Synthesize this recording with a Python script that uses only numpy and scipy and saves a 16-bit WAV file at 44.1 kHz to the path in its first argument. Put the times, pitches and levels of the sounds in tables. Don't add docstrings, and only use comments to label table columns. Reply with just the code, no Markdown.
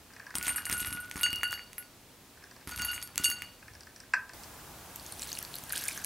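import sys
import numpy as np
from scipy import signal
from scipy.fft import rfft, irfft, next_fast_len
from scipy.io import wavfile

SR = 44100
rng = np.random.default_rng(int(sys.argv[2]) if len(sys.argv) > 2 else 0)


def waveform_to_disk(signal):
    frames = np.transpose(np.atleast_2d(signal))
    scaled = np.clip(frames, -1, 1) * 32767
    samples = np.round(scaled).astype(np.int16)
    wavfile.write(sys.argv[1], SR, samples)


N = 266893
CUT_S = 4.335


def amp(db):
    return 10 ** (np.asarray(db) / 20)


def unit(x):
    return x / np.sqrt(np.mean(x ** 2) + 1e-20)


def along(points, hz):
    f, v = np.transpose(points)
    return np.interp(np.log(hz + 1), np.log(f + 1), v)


def filtered(x, response):
    m = next_fast_len(N + 8192)
    spectrum = rfft(x, m) * response(np.fft.rfftfreq(m, 1 / SR))
    return irfft(spectrum, m)[..., :N]


def shaped(x, spectrum):
    return filtered(x, lambda hz: amp(along(spectrum, hz)))


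def train(s, size):
    return np.bincount(np.round(np.asarray(s) * SR).astype(int), size, N)[:N]


def patter(rate, spread_db):
    size = amp(spread_db * rng.exponential(size=N)) * rng.standard_normal(N)
    return unit(size * (rng.random(N) < rate / SR))


def ring(drive, hz, t60):
    r = amp(-60 / (t60 * SR))
    w = 2 * np.pi * hz / SR
    return signal.lfilter([np.sin(w)], [1, -2 * r * np.cos(w), r * r], drive)


def blips(s, db, hz, cycles, rise):
    t = np.arange(400) / SR
    age = t * (hz / np.clip(cycles, .3, 40))[:, None]
    envelope = np.e * 4 * age * np.exp(-4 * age)
    chirp = 1 + rise * (np.minimum(age, 2) - .5)
    wave = amp(db)[:, None] * envelope * np.sin(2 * np.pi * hz[:, None] * t * chirp)
    at = np.round(s * SR).astype(int)[:, None] + np.arange(400)
    return np.bincount(at.ravel(), wave.ravel(), N + 400)[:N]


def grains(count, t0, t1, lo_hz, hi_hz, cycles, spread_db, rise):
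    when, size, pitch = rng.random((count, 3)).T
    hz = lo_hz * (hi_hz / lo_hz) ** pitch
    shower = blips(t0 + (t1 - t0) * when, spread_db * size, hz, cycles, rise)
    return unit(shower) * np.sqrt((t1 - t0) * SR / N)


CRACK_S = 0.0067


def cracks(s, db, lo_hz, hi_hz):
    fade = amp(-60 * np.arange(300) / SR / CRACK_S)
    burst = rng.standard_normal((len(s), len(fade))) * fade
    burst[:, 1:] += 0.68 * rng.uniform(-1.2, 1, (len(s), 1)) * burst[:, :-1]
    burst *= (amp(db) * np.linalg.norm(fade) / np.linalg.norm(burst, axis=1))[:, None]
    at = np.round(s * SR).astype(int)[:, None] + np.arange(len(fade))
    noise = np.bincount(at.ravel(), burst.ravel(), N + len(fade))[:N]
    band = signal.butter(1, [lo_hz, min(hi_hz, SR / 2.2)], "band", fs=SR)
    return signal.lfilter(*band, noise)


def swells(rows, rise_s):
    t = np.arange(N) / SR
    gain = np.zeros(N)
    for s, db, t60 in rows:
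        age = np.maximum(t - s, 0)
        gain += amp(db - 60 * age / t60) * (1 - np.exp(-age / rise_s))
    return gain


# (frequency [Hz], relative density [dB])
AIR_BEFORE = [(15, -53), (25, -8), (75, -4), (113, -2), (152, -7.5), (189, -6.5), (275, -5), (315, -9),
              (361, -8), (435, -11), (498, -8.5), (555, -12), (618, -10.5), (1310, -15), (15700, -23.5)]
AIR_AFTER = [(15, -37), (25, -11), (55, -2.5), (126, -2), (205, -6), (268, -4.5), (424, -9.5), (854, -7),
             (1630, -11), (1770, -14.5), (4540, -18), (5340, -17.5), (15700, -19)]
# (frequency [Hz], side minus mid [dB])
AIR_SIDE = [(60, -17), (110, -18), (200, -14), (380, -13), (700, -14), (1290, -13), (2380, -9), (4400, -5),
            (8120, -5), (15000, -4)]
AIR_BEFORE_DB, AIR_AFTER_DB = -56, -49


def air(later):
    before = unit(shaped(rng.standard_normal((2, N)), AIR_BEFORE))
    after = unit(shaped(rng.standard_normal((2, N)), AIR_AFTER))
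    mid, side = np.where(later, amp(AIR_AFTER_DB) * after, amp(AIR_BEFORE_DB) * before)
    side = shaped(side, AIR_SIDE)
    return np.array([mid + side, mid - side])


# (frequency [Hz], t60 [s])
ROOM_DECAY = [(200, 0.96), (2000, 0.23), (10000, 0.13)]


def kitchen(x):
    hz, t, z = signal.stft(rng.standard_normal(SR // 2), SR, nperseg=256)
    decay = amp(-60 * t / along(ROOM_DECAY, hz)[:, None])
    tail = signal.istft(z * decay, SR, nperseg=256)[1]
    delayed = np.pad(x, (250, 0))
    return signal.fftconvolve(delayed, tail / np.linalg.norm(tail))[:N]


# (time [s], relative boom level [dB], relative knock level [dB])
THUMPS = [(0.351, -45, -40), (0.385, -45, -45), (.469, -42, -43.5), (0.499, -58, -49), (.698, -41, -42.5),
          (.724, -37, -38), (.817, -40.5, -43.5), (0.878, -39, -47), (0.919, -50, -43.5),
          (0.949, -49, -42.5), (1.157, -38.5, -38), (1.29, -44, -54), (1.329, -40.5, -41),
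          (1.386, -44.5, -60), (2.673, -38, -41), (2.77, -37, -49), (2.8, -47, -42.5), (2.849, -48, -56),
          (2.961, -50, -61), (3.16, -49, -50), (3.199, -40.5, -39.5), (3.287, -45.5, -45.5),
          (3.342, -48.5, -67), (3.711, -44, -79)]
# (frequency [Hz], relative level [dB], t60 [s])
BOOM_MODES = [(64.1, -6.5, 0.38), (93.2, 1.5, 0.15)]
KNOCK_MODES = [(184, 3.5, 0.046), (269.3, 4.5, 0.05), (366, -5.5, 0.11)]


def worktop():
    s, boom_db, knock_db = np.transpose(THUMPS)
    thuds = np.zeros(N)
    for level, modes in ((boom_db, BOOM_MODES), (knock_db, KNOCK_MODES)):
        for hz, db, t60 in modes:
            thuds += ring(train(s, amp(level + db)), hz, t60)
    return filtered(thuds, lambda hz: (1j * hz / (55 + 1j * hz) / (1 + 1j * hz / 450)) ** 2)


# (time [s], level [dB], t60 [s])
SLIDES = [(.09, -57, 0.9), (.19, -61, .8), (.26, -58, 0.68), (2.36, -62.5, 1.2), (2.5, -66, .9)]


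def slide():
    scrape = grains(count=1500, t0=0, t1=2.7, lo_hz=890, hi_hz=2610, cycles=3.2, spread_db=18, rise=0)
    return swells(SLIDES, rise_s=0.026) * scrape


# (time [s], relative glass knock level [dB], relative wire tick level [dB])
RATTLES = [(0.1014, -54, -71), (0.135, -51, -49), (0.163, -45, -52), (0.1966, -45, -52.5),
           (0.2654, -45, -52), (0.3045, -44, -47), (0.5801, -35.5, -43), (2.372, -57, -62),
           (2.4224, -53, -63), (2.438, -48.5, -48.5), (2.511, -55, -52), (2.5628, -54, -54),
           (2.61, -54, -57), (3.6252, -48.5, -60), (3.6804, -47, -54), (3.7352, -60, -54),
           (3.7507, -51, -50), (3.807, -52, -45), (3.8327, -62, -50), (3.8678, -47, -51), (3.961, -52, -42),
           (4.0014, -50, -41), (4.033, -53, -64), (4.1359, -19, -36.5), (4.143, -29.5, -39.5),
           (4.293, -40.5, -47.5), (4.334, -57, -46), (4.4345, -51, -44), (4.4417, -68, -48)]
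# (frequency [Hz], relative level [dB], t60 [s])
GLASS_MODES = [(670, -20, 0.021), (856, -19, 0.034), (1001, -14, 0.047), (1290, -13, 0.035),
               (1490, -6.5, .02), (1623, 0.5, 0.022), (1760, -1.5, 0.019), (1890, -6, .018),
               (2170, -11.5, 0.016), (2526, -11, 0.022), (2770, -19.5, 0.014)]
WIRE_MODES = [(4400, -4, .012), (4870, -2, .008), (5250, 0, .008), (5820, -2, .008), (7600, -6, .005),
              (8400, -8, .005), (9400, -9, .005)]


def jar():
    s, glass_db, wire_db = np.transpose(RATTLES)
    t = np.arange(700) / SR
    sound = np.zeros(N)
    for modes, levels, chatter_s in ((GLASS_MODES, glass_db, .03), (WIRE_MODES, wire_db, .015)):
        drive = np.zeros(N + len(t))
        for at, db in zip(s, levels):
            chatter = amp(-11.5 - 60 * t / chatter_s) * rng.standard_normal(len(t))
            drive[round(at * SR):][:len(t)] += amp(db) * ((t == 0) + chatter)
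        for k, (hz, db, t60) in enumerate(modes):
            sound += (-1) ** k * amp(db) * ring(drive[:N], hz, t60)
    return filtered(sound, lambda hz: hz ** 2 / (hz ** 2 + 700 ** 2))


# (time [s], peak level [dB], frequency [Hz])
SPLATS = [(4.96, -27, 12200), (4.997, -37, 4450), (5.0639, -30.5, 6300), (5.1231, -27.5, 9200),
          (5.195, -31.5, 5680), (5.2294, -32, 4100), (5.22, -25.5, 7600), (5.234, -30, 7840),
          (5.2746, -32, 15600), (5.2914, -32, 4100), (5.3182, -27.5, 4570), (5.329, -25, 6330),
          (5.352, -33, 4280), (5.373, -32.5, 2760), (5.3856, -35, 5430), (5.3885, -22.5, 10600),
          (5.4276, -25.5, 13350), (5.4502, -32.5, 4500), (5.5415, -31, 4020), (5.5552, -26, 11900),
          (5.565, -33, 4440), (5.586, -29, 10800), (5.6376, -32, 13440), (5.695, -31, 9800),
          (5.7039, -33.5, 4300), (5.724, -19.5, 11300), (5.7305, -20.5, 9600), (5.7561, -26.5, 3200),
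          (5.7606, -23, 9600), (5.7735, -27.5, 4450), (5.778, -22.5, 9100), (5.812, -31, 6260),
          (5.839, -24.5, 11300), (5.8543, -28, 9470), (5.8834, -16.5, 9270), (5.8869, -25, 2310),
          (5.911, -33, 2350), (5.976, -28.5, 6150), (6.0407, -31, 6370), (6.046, -19.5, 11100)]
# (time [s], relative level [dB])
FLOW = [(4.9, -62), (5.07, -48), (5.16, -50), (5.22, -40.5), (5.42, -47), (5.48, -51), (5.56, -46.5),
        (5.65, -52.5), (5.77, -37), (5.86, -38), (5.97, -41.5), (6.05, -50)]
# (frequency [Hz], gain [dB])
FIZZ_TONE = [(1500, -22), (2500, -9.5), (4500, -3.5), (6500, -4), (9500, 3.5), (12000, 3), (16000, -3)]
# (time [s], relative level [dB], t60 [s])
GLUGS = [(5.22, -51, 0.76), (5.41, -47.5, 0.31), (5.55, -56, 0.57), (5.67, -50, 0.68), (5.7, -38, 0.23),
         (5.73, -25.5, 0.068), (5.8, -42, 0.86), (5.96, -40.5, 0.38)]
BUBBLE_RISE = .02
TWIN_DB, TWIN_S = -9.5, 0.0069
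SNAP_DB = -5


def milk():
    s, db, hz = np.transpose(SPLATS)
    wait, pitch = rng.random((len(s), 2)).T
    s = np.r_[s, s + TWIN_S * (wait - .5)]
    db = np.r_[db, db + TWIN_DB]
    hz = np.r_[hz, 4000 * 3.5 ** pitch]
    bubbles = blips(s, db, hz, 4.6 + hz * 0.00093, rise=BUBBLE_RISE)
    snaps = cracks(s, db + SNAP_DB, lo_hz=2500, hi_hz=14000)

    flow_s, flow_db = np.transpose(FLOW)
    flow = amp(np.interp(np.arange(N) / SR, flow_s, flow_db, -150, -150))
    tiny = grains(count=5000, t0=4.9, t1=6.04, lo_hz=1710, hi_hz=15300, cycles=8.1, spread_db=23, rise=0)
    fizz = flow * shaped(tiny, FIZZ_TONE)

    hollow = unit(ring(patter(rate=400, spread_db=2.5), hz=1630, t60=0.015))
    hollow = filtered(hollow, lambda hz: hz ** 2 / (hz ** 2 + 1100 ** 2))
    gurgle = swells(GLUGS, rise_s=0.005) * hollow
    return bubbles + snaps + fizz + gurgle


# (time [s], crack level [dB], dull pop peak [dB], relative hum level of the lowest mode pair [dB],
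# relative ring level of the upper modes [dB], landing spot [0 = rim to 1 = floor])
HITS = [(0.342, -46, -35, -46, -59, .5), (0.354, -18, -37, -50, -37.5, 0.73),
        (0.3839, -19.5, -33, -47, -49, 0.94), (0.4121, -42, -26, -37.5, -58, 0.73),
        (0.4277, -22, -35, -43, -42, 0.69), (0.436, -34, -29, -44, -44, 0.66),
        (0.4594, -29, -40, -70, -52, 0.85), (0.468, -21, -24.5, -57, -37, 0.7),
        (0.4806, -20.5, -22, -53, -33, 0.75), (0.4931, -32, -22, -44, -35.5, 0.78),
        (0.5229, -35, -37, -70, -49, 1), (0.56, -35, -31, -47, -31.5, 0.81),
        (0.6541, -25, -43, -59, -32, 0.8), (0.667, -38, -25, -39, -60, 1),
        (0.692, -34, -42, -40, -51, 0.86), (0.6978, -17, -25, -70, -62, 0.17),
        (0.7125, -41, -26.5, -60, -39, 0.73), (0.7268, -17.5, -21, -48, -32, 0.81),
        (0.746, -36, -42, -34, -58, .9), (0.7696, -29, -49, -34.5, -50, .95),
        (0.778, -37, -45, -70, -34, 0.93), (0.7972, -28, -33, -58, -49, 0.48),
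        (0.8024, -25, -43, -70, -33, 0.82), (0.829, -34, -30, -60, -53, 0.14),
        (0.8477, -29, -28, -37, -50, .9), (0.858, -40, -50, -51, -39, 0.87),
        (0.8717, -25, -30, -65, -38, 0.87), (0.906, -33, -49, -39.5, -50, 0.83),
        (0.9272, -31, -36, -38.5, -39.5, 0.85), (0.9721, -56, -30.5, -34, -58, 0.85),
        (1.002, -53, -54, -34.5, -41.5, 0.93), (1.098, -36, -50, -68, -62, 0.81),
        (1.1131, -26.5, -29, -49, -50, 0.59), (1.143, -38, -55, -70, -60, 1),
        (1.158, -32, -29.5, -67, -46, 0.49), (1.1678, -29, -49, -53, -53, 0.7),
        (1.1767, -29, -31, -58, -51, .88), (1.2108, -40, -26.5, -37, -33.5, 1),
        (1.2327, -14.5, -37, -28.5, -26, 0.051), (1.2345, -33, -50, -60, -31.5, 0.6),
        (1.2636, -31, -18.5, -54, -32, 0.22), (1.3052, -30, -51, -58, -44, .1),
        (1.33, -21.5, -23, -45, -37, 0.0086), (1.359, -23, -52, -54, -50, 0.019),
        (1.4117, -51, -33, -69, -57, 0.49), (1.4327, -22, -14.5, -28.5, -33, 0.12),
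        (1.4345, -35, -50, -64, -36, 1), (1.478, -36, -52.5, -70, -53, 0.92),
        (1.5092, -28, -44, -48, -40, 0.16), (1.5219, -26, -44, -46, -44.5, 1),
        (1.5284, -26.5, -21.5, -45, -38, 0.15), (1.5392, -29, -43, -70, -49, 1),
        (1.5765, -51, -33, -68, -61, 0), (1.5937, -52, -29.5, -51, -46, 0.16),
        (1.7311, -35, -37.5, -72, -61, .5), (1.7814, -35.5, -31.5, -46.5, -40, 1),
        (1.826, -43, -39.5, -55, -54, 0.24), (2.674, -32, -32, -43, -49, 0.94),
        (2.7117, -45, -47, -41, -42.5, 0.54), (2.761, -29, -43, -57, -43, .9),
        (2.7887, -38, -54, -32.5, -43, 0.6), (2.7951, -34, -47, -45, -40.5, 0),
        (2.8198, -21, -41, -47, -36, 0.37), (2.8485, -25, -34, -70, -34.5, 0.97),
        (2.882, -37, -58, -33, -32.5, 0.18), (2.9154, -37, -41, -70, -43.5, 0.89),
        (2.932, -36, -28.5, -60, -42, 0.52), (2.9435, -29, -49, -50, -39.5, 0.6),
        (2.9788, -46, -26, -52, -54, 0.083), (3.0157, -35, -45, -72, -46, 0.46),
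        (3.0266, -27, -34, -59, -42.5, 0.85), (3.075, -30.5, -61, -70, -62, .9),
        (3.1578, -28.5, -37, -73, -55, 0.97), (3.179, -10.5, -26, -38, -42.5, 0.19),
        (3.2, -41, -47, -42, -58, 0.34), (3.2377, -23, -54, -62, -37, 1),
        (3.243, -14, -50, -36.5, -23, 0.31), (3.2445, -27, -50, -58, -28, 0.77),
        (3.2576, -21, -22.5, -73, -35, 0.3), (3.288, -34, -45, -65, -42, 1),
        (3.3009, -23, -37, -46, -29.5, 1), (3.3148, -26, -26.5, -72, -32.5, 0.47),
        (3.3847, -50, -41, -76, -50, 0.56), (3.421, -26.5, -24, -50, -43, 0.2)]
BOWL_HZ = [1452, 1468, 2794, 2859, 4524, 4546, 6555, 6620, 7722, 8801, 8938, 9118, 10185, 11157, 11312,
           11555, 13080, 13480, 14490, 15490]
# (relative level [dB], t60 [s], spot where it rings best [0 = rim to 1 = floor])
BOWL_MODES = [(-1, 0.27, 0), (-9.5, 0.51, 0), (-1.5, 0.38, 0.066), (1.5, 0.37, 0.046), (-17.5, 0.59, 0.17),
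              (-1, 0.31, 0.34), (-1, 0.13, .42), (-6, 0.17, 0.47), (-2, 0.069, 0.67), (-2, 0.13, 0.74),
              (-6, 0.081, 0.77), (-3.5, 0.17, 0.78), (-7.5, 0.18, 0.9), (0, 0.077, 0.93), (-20, .12, .99),
              (0.5, 0.11, 0.91), (-5.5, 0.052, .99), (-15, .14, 0.65), (-12, .057, .99), (-15, .091, .99)]
HUM_TOP_HZ = 2000
REACH, REACH_GROWS = 0.26, 0.15
MEDIUM_DB = -32
FAR_DB, FAR_DB_PER_OCTAVE = -16, -13
CRUMB_SPOT, CRUMB_REACH = .9, 0.47


def bowl(crumbs):
    s, crack_db, pop_db, hum_db, ring_db, spot = np.transpose(HITS)
    chance = rng.standard_normal((len(s), len(BOWL_MODES) + 1))
    body_hz = 2100 * amp(.9 * chance[:, -1])
    sound = blips(s, pop_db, body_hz, cycles=2.58, rise=0)
    sound += cracks(s, crack_db, lo_hz=2680, hi_hz=13500)
    reach = REACH * amp(REACH_GROWS * (ring_db - MEDIUM_DB))
    for k, (hz, (db, t60, home)) in enumerate(zip(BOWL_HZ, BOWL_MODES)):
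        far = amp(FAR_DB + FAR_DB_PER_OCTAVE * np.log2(hz / BOWL_HZ[2]))
        share = amp(-10 * ((spot - home) / reach) ** 2) + far
        trickle = amp(-10 * ((CRUMB_SPOT - home) / CRUMB_REACH) ** 2) + far
        size = amp(hum_db) if hz < HUM_TOP_HZ else amp(ring_db) * share
        luck_db = hz / 2200 * chance[:, k]
        blows = (-1) ** k * train(s, size * amp(db + luck_db))
        sound += ring(blows + amp(db - 23.5) * trickle * crumbs, hz, t60)
    return sound


# (time [s], relative crumb patter level [dB], t60 [s])
HANDFULS = [(.345, -53, 0.24), (.44, -53, 0.94), (.69, -51.5, 0.45), (.8, -63, 2.3), (1.155, -60, 0.79),
            (1.32, -62, 0.34), (1.5, -67, 0.45), (2.672, -58.5, 0.88), (2.77, -59, 1.3), (3.17, -62, 1.23),
            (3.415, -77, 0.25)]
# (frequency [Hz], gain [dB])
CRUMB_TONE = [(400, -25.5), (900, -4.5), (2000, 4), (4000, 3.5), (8000, 4.5), (12000, 14.5), (16000, -9)]


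def granola():
    shower = grains(count=5000, t0=.3, t1=3.7, lo_hz=777, hi_hz=15000, cycles=1.05, spread_db=31.0, rise=0)
    crumbs = swells(HANDFULS, rise_s=0.0066) * shower
    return bowl(crumbs) + amp(12) * shaped(crumbs, CRUMB_TONE) + worktop()


def scene():
    later = np.arange(N) > CUT_S * SR
    heap = granola() + slide()
    glass = jar()
    pour = milk()
    first = heap + glass + kitchen(amp(-12.0) * heap + amp(-8.5) * glass)
    second = glass * later + pour
    second = second + amp(-11.5) * kitchen(second)
    return np.where(later, second, first) + air(later)


TOP_HZ = 15800


def record(dry):
    return filtered(dry, lambda hz: hz < TOP_HZ)


dry = scene()
out = record(dry)
waveform_to_disk(out)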